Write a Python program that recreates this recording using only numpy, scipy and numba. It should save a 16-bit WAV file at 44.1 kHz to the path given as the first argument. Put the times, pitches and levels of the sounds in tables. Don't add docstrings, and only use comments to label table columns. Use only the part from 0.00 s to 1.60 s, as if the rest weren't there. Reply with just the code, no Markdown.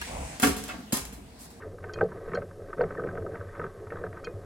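import sys
import numpy as np
from scipy import signal
from scipy.fft import rfft, irfft
from scipy.io import wavfile
from scipy.ndimage import uniform_filter1d
from numba import njit

SR = 44100
rng = np.random.default_rng(int(sys.argv[2]) if len(sys.argv) > 2 else 0)


def waveform_to_disk(signal):
    frames = np.transpose(np.atleast_2d(signal))
    scaled = np.clip(frames, -1, 1) * 32767
    samples = np.round(scaled).astype(np.int16)
    wavfile.write(sys.argv[1], SR, samples)


def volts(x):
    e = np.asarray(x, float) / 20
    return 10 ** e


N = 70560

WIDE_HZ = 1410
OPPOSED = np.array([[1], [-1]])
RESTS_S = 0.509


def level(x, db):
    return x * volts(db) / np.sqrt(np.mean(x ** 2))


def curve(table):
    time_s, level_db = np.array(table).T
    return volts(np.interp(np.arange(N) / SR, time_s, level_db))


def colour_db(hz, table):
    table_hz, table_db = np.array(table).T
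    return np.interp(np.log(hz), np.log(table_hz), table_db)


def walk(rate_hz):
    hold = int(SR / rate_hz)
    steps = np.repeat(rng.standard_normal(N // hold + 1), hold)
    return 1.3 * uniform_filter1d(uniform_filter1d(steps, hold), hold)[:N]


def grit(count, spread_db):
    size_db = spread_db * rng.exponential(size=count)
    return level(rng.standard_normal(count) * volts(size_db), 0)


def hiss(table, flicker_db):
    out = 0
    f = np.fft.rfftfreq(N, 1 / SR) + 1
    shape = volts(colour_db(f, table)) * (f > table[0][0])
    for hz in 25 * 2 ** np.arange(0, 9.6, 0.5):
        band = shape * np.cos(np.pi * np.clip(np.log2(f / hz), -0.5, 0.5))
        mid, side = irfft(rfft(rng.standard_normal((2, N))) * band, N)
        out = out + volts(flicker_db * walk(7.9)) * (mid + np.tanh(hz / WIDE_HZ) * side * OPPOSED)
    return level(out, 0)


@njit
def ring(x, poles, gains):
    out = np.zeros((2, len(x)))
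    for m in range(len(poles)):
        z = 0j
        for i in range(len(x)):
            z = z * poles[m] + x[i]
            out[0, i] += (z * gains[0, m]).imag
            out[1, i] += (z * gains[1, m]).imag
    return out


def modes(x, hz, db, t60_s, start=None):
    in_step_hz = 888
    draw = rng.standard_normal((3, len(hz)))
    apart = np.tanh(hz / WIDE_HZ) * (np.pi / 4) * (1 + draw[0] * 1.39) * np.sign(draw[1])
    poles = np.exp(2j * np.pi * hz / SR - np.log(1000) / (t60_s * SR))
    if start is None:
        turn = 2 * np.pi * draw[2]
    else:
        turn = start + draw[2] * (hz / in_step_hz) ** 2
    gains = volts(db) * np.exp(1j * np.array([turn + apart, turn - apart]))
    return ring(x + 1e-18, poles, gains)


def width_t60_s(width_hz):
    return np.log(1000) / (np.pi * width_hz)


def dense(table, t60_low_s, t60_top_s, count):
    share = rng.random(count)
    hz = 450 + 15800 * share ** 1.5
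    t60_s = (t60_low_s + (t60_top_s - t60_low_s) * share) * volts(1.2 * rng.standard_normal(count))
    db = colour_db(hz, table) + 10 * np.log10(share + 1e-3) / 2 + 1.5 * rng.standard_normal(count)
    tap = 1. * (np.arange(SR // 2) == 0)
    return modes(tap, hz, db, t60_s)


def onset(x, db):
    return x * volts(db) / np.sqrt(np.mean(x[:, :x.shape[1] // 16] ** 2))


def chatter_burst(span, chatter_s):
    t = np.arange(span) / SR
    tone = rfft(grit(count=span, spread_db=4.5) * np.exp(-t / chatter_s))
    smooth = np.sqrt(uniform_filter1d(abs(tone) ** 2, size=120))
    return irfft(tone / smooth, span) * (t < 8 * chatter_s)


def struck_panel(chatter, table, resting):
    node_hz = 240
    rest_damp, spot_db = 0.78, 0.5
    hz, mode_db, t60_s = np.array(table).T
    spot = rng.standard_normal((2, len(hz)))
    hz = hz * (1 + 0.0045 * spot[0])
    push = rfft(chatter)[(hz * len(chatter) / SR).astype(int)]
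    even_db = -20 * np.log10(abs(push) + 0.073)
    if resting:
        t60_s = t60_s * rest_damp
    start = np.pi * (hz > node_hz) - np.angle(push)
    return modes(chatter, hz, mode_db + even_db + spot_db * spot[1], t60_s, start)


def tray():
    # (time [s], floor [dB], rails [dB], sheet [dB], chatter [s])
    knocks = [(0.0142, -74, -48, -48, 0.0039), (.398, -43.5, -41.5, -39, 0.0037),
              (0.4196, -40.5, -64, -28.5, 0.016), (0.4281, -25.5, -28.5, -37, 0.0032),
              (0.432, -26.5, -23, -32.5, 0.0042), (.446, -28, -36.5, -35, 0.0051),
              (0.469, -26.5, -34, -33, 0.012), (0.564, -39, -55, -40.5, 0.013),
              (.637, -76, -63, -45.5, 0.0057), (0.68, -58, -52, -49.5, 0.0048),
              (0.6877, -47, -38, -67, 0.014), (0.734, -42, -51.5, -61, 0.034),
              (0.779, -44, -59, -60, 0.037), (.9226, -38, -52, -29, 0.013),
              (0.9278, -28, -46, -34.5, 0.0076), (0.968, -38.5, -49.5, -37, 0.005),
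              (1.0514, -77, -72, -48, 0.0037), (1.124, -46.5, -58, -51, 0.015),
              (1.169, -50.5, -69, -72, 0.023), (1.408, -55, -70, -55, 0.011),
              (1.502, -82, -74, -58.5, 0.011)]
    # (frequency [Hz], level [dB], t60 [s])
    free_floor = [(71.2, -14.5, 0.3), (134, -50, 0.4), (164.4, -14, 0.63), (185, -21, 0.29),
                  (208, -9.5, 0.67), (227, -9, 0.2), (239.2, -9, 0.2), (256.7, -7, 0.96), (279.9, 1, 0.27),
                  (303, -48, .2), (328.3, -7, 0.14), (386.5, -11, 0.75), (432.3, -10.5, 0.63),
                  (457, -15.5, 0.17)]
    # (frequency [Hz], level [dB], t60 [s])
    resting_floor = [(69, -16.5, 0.22), (110, -25, 0.86), (138, -17, 1), (156, -16.5, 1), (195, -6, 0.31),
                     (213, -4, 0.29), (227, -3.5, 0.16), (249, -7, 0.068), (276.6, 0.5, 0.19),
                     (395.6, -16, 0.53), (461, -20, 0.55), (498, -26, 0.17), (701, -17.5, 0.34),
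                     (1030, -18.5, 0.38)]
    # (frequency [Hz], level [dB], t60 [s])
    rails = [(694, -19, 0.3), (741.6, -1, 0.12), (1016, -18, 0.11), (1152.4, -7, 0.078), (1276, -2, 0.073),
             (1425, 0.5, 0.08), (1590.5, 3.5, 0.094), (1710, -10, 0.15), (1992, -1, 0.061),
             (2196, -9, 0.079), (2600, -2.5, 0.057), (2690, -8, 0.057), (3052, -14, 0.17),
             (3410, -3.5, 0.062)]
    # (frequency [Hz], level [dB])
    sheet_colour = [(500, -7), (1400, -7.5), (3000, -8.5), (5000, -7), (8000, -4), (11000, -3.5),
                    (13500, -11), (16000, -9.5)]
    # (frequency [Hz], level [dB])
    side_colour = [(450, -3), (800, -1.5), (1300, -0.5), (2000, -3), (3200, -7), (7000, -27.5),
                   (16000, -26)]
    sides_db, crack_db, crack_s = -4.5, -3, 0.0049
    catch_db_per_s, catch_db = 250, -6.5

    span = SR // 2
    t = np.arange(span) / SR
    out = np.zeros((2, N + SR))
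    sheet = dense(sheet_colour, t60_low_s=0.4, t60_top_s=0.17, count=2200)
    sides = dense(side_colour, t60_low_s=0.32, t60_top_s=0.16, count=1000)
    for s, floor_db, rails_db, sheet_db, chatter_s in knocks:
        resting = s > RESTS_S
        chatter = chatter_burst(span, chatter_s)
        knock = onset(signal.fftconvolve(chatter[None], sheet)[:, :span], sheet_db)
        knock = knock + onset(signal.fftconvolve(chatter[None], sides)[:, :span], rails_db + sides_db)

        contact = (chatter * np.exp(-t / crack_s))[None]
        crack = signal.fftconvolve(contact, sheet[:, :SR // 400])[:, :span]
        long_chatter_db = 20 * np.log10(max(chatter_s / crack_s, 1))
        knock = knock + onset(crack, sheet_db + crack_db - long_chatter_db)

        caught = volts(np.clip(-catch_db_per_s * (s + t - RESTS_S), catch_db, 0) * (s < RESTS_S))
        floor = resting_floor if resting else free_floor
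        for table, db in ((floor, floor_db), (rails, rails_db)):
            knock = knock + onset(struck_panel(chatter, table, resting), db) * caught
        first = int(s * SR)
        out[:, first:first + span] += knock
    return out[:, :N]


def slide():
    # (time [s], level [dB])
    drag = [
        (.05, -55),
        (.09, -39.5),
        (.14, -38),
        (.22, -38),
        (.28, -43.5),
        (.34, -45.5),
        (.38, -48.5),
        (.42, -56),
    ]
    # (frequency [Hz], width [Hz], level [dB])
    box = [(161, 86, 8), (212, 62, -10.5), (326, 38, -5), (487, 113, 2), (550, 100, -12), (650, 62, 1),
           (712, 114, -5.5), (784, 200, 11.5), (970, 160, -6), (978, 124, -0.5), (1020, 110, -15)]
    slips_per_s = 4100
    slips = (rng.random(N) < slips_per_s / SR) * rng.standard_normal(N) * volts(0.39 * walk(47.8))
    hz, width_hz, db = np.array(box).T
    return level(modes(slips, hz, db, width_t60_s(width_hz)), 0) * curve(drag)


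def rub():
    # (time [s], level [dB])
    rubbing = [(0, -47.5), (.05, -42), (.2, -44.5), (.38, -45.5), (.6, -48.5), (.7, -45), (.8, -54.5),
               (.9, -55), (1.1, -55.5), (1.2, -58.5), (1.35, -59.5), (1.5, -58.5), (1.6, -60)]
    # (frequency [Hz], density [dB per Hz])
    skin = [(900, -10), (1500, -1), (2300, 1.5), (3500, -1.5), (6000, -5), (8200, -2.5), (11500, -13.5),
            (16000, -18)]
    return hiss(skin, flicker_db=3.0) * curve(rubbing) * volts(0.26 * walk(23.7))


def latch():
    # (frequency [Hz], level [dB], t60 [s])
    spring = [(800, -18, .05), (943, 2.5, 0.1), (1240, -4, 0.043), (1660, 8.5, 0.066), (1896, -4, 0.059),
              (2380, -7, .05), (2770, 5, 0.042), (3300, -10, .05), (4280, -6, .05), (5640, -5, 0.046)]
    # (time [s], level [dB], chatter [s])
    ticks = [
        (0.0148, -41.5, 0.00028),
        (0.02, -46.5, 0.00031),
    ]
    t = np.arange(N) / SR
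    out = 0
    for s, db, chatter_s in ticks:
        burst = grit(count=N, spread_db=3.5) * (t > s) * np.exp(-abs(t - s) / chatter_s)
        tick = modes(burst, *np.array(spring).T)
        out = out + tick * volts(db) / np.sqrt(np.sum(tick ** 2) / (SR // 10))
    return out


def sleeve():
    # (frequency [Hz], density [dB per Hz])
    cloth = [(900, -6), (2500, -14.5), (5000, -11.5), (8000, -5), (12000, -8.5), (16000, -15)]
    start_s, attack_s, hold_s, release_s = 1.384, 0.014, 0.07, 0.023
    t = np.arange(N) / SR - start_s
    shape = np.clip(t / attack_s, 0, 1) * np.exp(-np.maximum(t - hold_s, 0) / release_s)
    return hiss(cloth, flicker_db=0.5) * shape * volts(-50.5)


def grip():
    # (time [s], level [dB])
    rumble = [(0.0, -42.5), (0.102, -57), (0.114, -40.5), (0.258, -36), (0.27, -46), (0.418, -59),
              (0.444, -52), (0.516, -35.5), (0.542, -52), (0.778, -46), (0.836, -83), (0.854, -71),
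              (1.024, -44.5), (1.314, -55.5), (1.542, -59), (1.6, -58)]
    centre_hz, width_hz = 60.5, 31
    f = np.fft.rfftfreq(N, 1 / SR)
    band = 1 / (1 + ((f - centre_hz) / width_hz * 2) ** 2)
    mid, side = irfft(rfft(rng.standard_normal((2, N))) * band, N)
    return level(mid + 0.16 * side * OPPOSED, 0) * curve(rumble)


def room_echo(near):
    t60_s, damp, room_db = 0.77, 0.5, -24
    lags = rng.integers(500, 2600, 8)
    room = echo_lines(near[0], lags, volts(-60 * lags / SR / t60_s), damp)
    mid = room.mean(0)
    side = signal.lfilter(*signal.butter(1, 500, "high", fs=SR), room - mid)
    return volts(room_db) * (mid + side)


@njit
def echo_lines(x, lags, gain, damp):
    line, soft, out = np.zeros((8, 4096)), np.zeros(8), np.zeros((2, len(x)))
    for i in range(len(x)):
        total = 0.
        for k in range(8):
            soft[k] += (1 - damp) * (gain[k] * line[k, (i - lags[k]) & 4095] - soft[k])
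            total += soft[k]
            out[k % 2, i] += soft[k]
        for k in range(8):
            line[k, i & 4095] = x[i] + soft[k] - total / 4
    return out


def hum():
    # (frequency [Hz], width [Hz], level [dB])
    housing = [(236, 18, 5), (313, 37, -1), (372, 31, 1.5), (463, 6, 8.5), (699, 32, -9), (1020, 20, -18)]
    # (time [s], level [dB])
    hum_level = [(0, -54), (.4, -63), (.9, -57.5), (1.3, -61), (1.52, -58), (1.6, -59)]
    hz, width_hz, db = np.array(housing).T
    air = rng.standard_normal(N)
    return level(modes(air, hz, db + 10 * np.log10(width_hz), width_t60_s(width_hz)), 0) * curve(hum_level)


def store_air():
    # (frequency [Hz], density [dB per Hz])
    store = [(40, -3), (110, -10), (250, -10), (500, -27), (1200, -45.5), (4000, -53), (11000, -42),
             (16000, -50)]
    return volts(-52) * hiss(store, flicker_db=-1.0)


def scene():
    near = tray() + slide()
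    hands = rub() + latch() + sleeve() + grip()
    return near + hands + room_echo(near) + hum() + store_air()


def band_limit(x):
    return signal.sosfilt(signal.butter(12, 16640, fs=SR, output="sos"), x)


def record(dry):
    x = signal.sosfilt(signal.butter(6, 42, "high", fs=SR, output="sos"), dry)
    x = signal.sosfilt(signal.ellip(10, 0.2, 95, 16000, fs=SR, output="sos"), x)
    return band_limit(x)


dry = scene()
out = record(dry)
waveform_to_disk(out)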